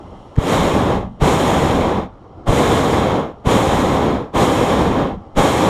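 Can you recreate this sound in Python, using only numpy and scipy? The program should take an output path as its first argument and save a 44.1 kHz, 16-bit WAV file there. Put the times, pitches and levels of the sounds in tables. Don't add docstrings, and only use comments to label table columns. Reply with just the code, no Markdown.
import sys
import numpy as np
from scipy import signal
from scipy.fft import rfft, irfft, next_fast_len
from scipy.io import wavfile
from scipy.ndimage import uniform_filter1d, map_coordinates

SR = 44100
rng = np.random.default_rng(int(sys.argv[2]) if len(sys.argv) > 2 else 0)


def int16_out(signal):
    q = np.round(np.clip(np.atleast_2d(signal).T, -1, 1) * 32767)
    wavfile.write(sys.argv[1], SR, q.astype(np.int16))


N = 250929

# opens in seconds, flame starts to die in seconds, time scale of dying
# in seconds, goes out in seconds, roar in dB, hiss over its usual level in dB, time to full flame in seconds,
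# how far short of full it starts in dB, surge at full flame in dB, spit of unlit gas in dB, eddies in dB.
BLASTS = [(0.352, 0.901, .21, 1.08, -14.5, 1, .17, 13, 1.5, -29, -26.5),
          (1.188, 1.919, 0.21, 2.064, -15, -0.1, 0.067, 2, 2, -48, -32),
          (2.448, 3.139, 0.22, 3.34, -14.5, 0.04, 0.13, 3, 1, -50, -36),
          (3.434, 4.094, 0.24, 4.305, -15, 0, 0.081, 4, 2, -45, -31),
          (4.321, 4.982, 0.24, 5.16, -15, -0.65, 0.093, 1, 2.5, -48, -30),
          (5.343, 5.94, .2, 6.1, -14.5, 0.8, 0.04, 5, 4, -40, -35)]

CATCH_S, CATCH_DB, CATCH_BEND = 0.045, 48, 3.1
DIE_DB, DIE_BEND = 31, 2.05
HISS_LAG_S, HISS_LAG_DB = 0.021, 13
SAG_LEAD_S, SAG_DB_PER_S, SAG_KNEE_S = 0.25, 37, 0.13
SETTLE_S, SHORT_DULLS = 0.063, 0.35
OUT_DB_PER_S = 600
EDDY_BUILD_S, EDDY_CALM_DB, EDDY_DRIFT_DB = 0.21, -44, 3.5
EDDY_LINGER_S = 0.047
SPIT_AFTER_S, SPIT_T60_S = 0.011, 0.014
SEAT_LEAD_S, SEAT_DB = 0.005, -10
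TOP_HZ = 15290


def amp(db):
    return 10 ** (np.asarray(db) / 20)


def unit(x):
    return x / np.sqrt(np.mean(x ** 2) + 1e-20)


def along(points, hz):
    f, v = np.transpose(points)
    return np.interp(np.log(hz + 1), np.log(f + 1), v)


def curves(rows):
    s, *cols = np.transpose(rows)
    return [np.interp(np.arange(N) / SR, s, c) for c in cols]


def wobble(rate):
    knots = rng.standard_normal(int(N * rate / SR) + 4)
    return map_coordinates(knots, [np.arange(N) * rate / SR])


def filtered(x, response):
    m = next_fast_len(N + SR // 2)
    return irfft(rfft(x, m) * response(np.fft.rfftfreq(m, 1 / SR)), m)[..., :N]


def turbulence(spectrum, patchy_db, loss_db=np.zeros(N)):
    # frequency in Hz, share of the hiss loss.
    dulling = [(300, 0.025), (1200, 0.25), (2500, 0.58), (5000, 0.8), (8000, 1.49), (14000, 1.27)]
    hz, t, z = signal.stft(rng.standard_normal(N), SR, nperseg=256)
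    field = uniform_filter1d(rng.standard_normal(z.shape), size=4, axis=0)
    field = uniform_filter1d(field, size=9, axis=1)
    loss = along(dulling, hz)[:, None] * np.interp(t, np.arange(N) / SR, loss_db)
    gain = amp(patchy_db * unit(field) + loss)
    noise = signal.istft(z * gain, SR, nperseg=256)[1][:N]
    return unit(filtered(noise, lambda f: amp(along(spectrum, f))))


def flame_shape(opens, dies, fall_s):
    t = np.arange(N) / SR
    short = np.clip(1 - (t - opens) / CATCH_S, 0, 1) ** CATCH_BEND
    catch = np.where(t > opens, CATCH_DB * short, np.inf)
    return -catch - DIE_DB * (np.clip(t - dies, 0, None) / fall_s) ** DIE_BEND


def pilot():
    # time in seconds, rustle in dB, whistle in dB.
    levels = [(0, -37, -57), (.35, -39.5, -58.5), (1.1, -44, -65), (2.1, -42.5, -68), (2.45, -38.5, -69),
              (3.4, -42, -67), (5.2, -40.5, -66)]
    # frequency in Hz, level in dB per Hz.
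    rustle_colour = [(35, -13), (60, -4), (102, 0), (178, -13.5), (323, -4.5), (361, -6.5), (877, -13),
                     (1310, -17.5), (1560, -31), (5520, -48), (12000, -74), (15600, -96), (22000, -120)]
    # centre in Hz, width in Hz, level in dB.
    bands = [(1800, 550, -32), (2050, 40, 12), (2930, 320, 12), (4250, 150, -12), (5330, 290, -6),
             (7000, 2500, -30)]

    def nozzle(f):
        ringing = sum(amp(db) * 1j * f * w / (c * c - f * f + 1j * f * w) for c, w, db in bands)
        return ringing / (1 + (f / 12300) ** 14)

    rustle_db, whistle_db = curves(levels)
    whistle = unit(filtered(rng.standard_normal(N), nozzle))
    rustle = amp(rustle_db + 0.83 * wobble(33)) * turbulence(rustle_colour, patchy_db=1.5)
    return rustle + amp(whistle_db + 0.8 * wobble(5.2)) * whistle


def envelope(x):
    # frequency in Hz, level in dB.
    answer_colour = [(150, -39), (800, 10), (2000, 5), (3500, 3), (6000, -12), (12000, -30)]
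    t = np.arange(SR // 2) / SR
    fade = amp(-60 * t / 0.42) * (1 - np.exp(-t / 0.013))
    tail = rng.standard_normal(len(t)) * fade
    wash = signal.fftconvolve(x, tail / np.linalg.norm(tail))[:N]
    return filtered(wash, lambda f: amp(along(answer_colour, f)))


def valve():
    # frequency in Hz, level in dB per Hz.
    spit_colour = [(300, 2), (900, 0), (2000, -2), (4000, -12), (8000, -23), (14000, -40)]
    t = np.arange(N) / SR - SPIT_AFTER_S

    def puff(s, db):
        return amp(db - 60 * np.abs(t - s) / SPIT_T60_S) * (t > s)

    puffs = np.zeros(N)
    for opens, *_, spit_db, _ in BLASTS:
        puffs += puff(opens, spit_db) + puff(opens - SEAT_LEAD_S, spit_db + SEAT_DB)
    return puffs * turbulence(spit_colour, patchy_db=-1.0)


def ignition():
    # time in seconds, strength before the suck is taken off in dB, length scale in seconds.
    pushes = [(0.379, -5, 0.002), (0.3864, 6, 0.0032), (1.22, -6, 0.0025), (1.227, -1.5, 0.0051),
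              (2.494, 0.5, 0.0054), (2.502, -2.5, 0.0044), (3.473, 0, 0.0031), (4.374, -15, 0.0061),
              (5.386, -7.5, 0.012)]
    out, t = np.zeros(N), np.arange(N) / SR
    for s, push_db, length in pushes:
        push = np.exp(-((t - s) / (0.47 * length)) ** 2)
        suck = 0.18 * np.exp(-((t - s - 0.28 * length) / (2.9 * length)) ** 2)
        out += amp(push_db) * (push - suck)
    return out


def rumble():
    # frequency in Hz, level in dB per Hz.
    eddy_colour = [(12, -46), (20, 1.5), (59, 0), (162, -5), (200, 3), (260, -10), (440, -120)]
    t, stirred = np.arange(N) / SR, np.zeros(N)
    for opens, dies, fall_s, *_, eddy_db in BLASTS:
        build = 1 - np.exp(-np.clip(t - opens, 0, None) / EDDY_BUILD_S)
        stirred += amp(eddy_db + flame_shape(opens, dies + EDDY_LINGER_S, fall_s)) * build
    drift_db = EDDY_DRIFT_DB * wobble(3.73) + 3.1 * wobble(10)
    lumps = unit(amp(drift_db) * turbulence(eddy_colour, patchy_db=2.0))
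    return (stirred + amp(EDDY_CALM_DB)) * lumps


def burner():
    # frequency in Hz, level in dB per Hz.
    roar_colour = [(35, -29), (60, -5.5), (191, -2.5), (236, -3.5), (271, -0.5), (384, -5), (495, -3),
                   (702, -9), (1070, -8.5), (1510, -19.5), (3560, -21.5), (4700, -34.5), (6980, -30.5),
                   (13000, -41), (15400, -50)]
    t, roar, loss_db = np.arange(N) / SR, np.zeros(N), np.zeros(N)
    for opens, dies, fall_s, out, roar_db, hiss_db, full_s, short_db, surge_db, _, _ in BLASTS:
        since = np.clip(t - opens, 0, None)
        lacking_db = short_db * np.clip(1 - since / full_s, 0, 1)
        swell_db = surge_db * np.exp(-((since - full_s) / SETTLE_S) ** 2) - lacking_db
        out_db = -OUT_DB_PER_S * np.clip(t - out, 0, None)
        roar += amp(roar_db + swell_db + out_db + flame_shape(opens, dies, fall_s))
        sag = SAG_KNEE_S * np.logaddexp(0, (t - dies + SAG_LEAD_S) / SAG_KNEE_S)
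        late_db = HISS_LAG_DB * np.exp(-since / HISS_LAG_S)
        blast_hiss_db = hiss_db - SHORT_DULLS * lacking_db - late_db - SAG_DB_PER_S * sag
        loss_db = np.where(t > opens, blast_hiss_db, loss_db)
    flutter_db = 0.47 * wobble(14) + 0.36 * wobble(55)
    hissing = turbulence(roar_colour, patchy_db=0.7, loss_db=np.maximum(loss_db, -19))
    return roar * amp(flutter_db) * hissing


def scene():
    flame = burner()
    answer = amp(-22) * envelope(flame)
    return (valve() + flame + answer + rumble() + ignition() + pilot())[None]


def record(dry):
    # centre in Hz, width in Hz, lift in dB.
    resonances = [(272, 76, -1), (575, 130, 0), (794, 69, 4), (1676, 33, 3.5), (2153, 70, 3.5),
                  (2830, 780, -4.5), (3170, 175, 4), (4150, 520, 3), (4340, 280, -3), (5560, 230, 3.5),
                  (6120, 260, -3), (6800, 730, 3.5), (8540, 350, 1.5), (9800, 270, -3), (11700, 700, -3.5),
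                  (14700, 500, -4)]

    def case(f):
        return amp(sum(db / (1 + (2 * (f - c) / w) ** 2) for c, w, db in resonances))

    heard = filtered(dry, case)
    clipped = heard / (1 + np.abs(heard) ** 30) ** (1 / 30)
    return filtered(clipped, lambda hz: np.clip((TOP_HZ - hz) / 60, 0, 1))


dry = scene()
out = record(dry)
int16_out(out)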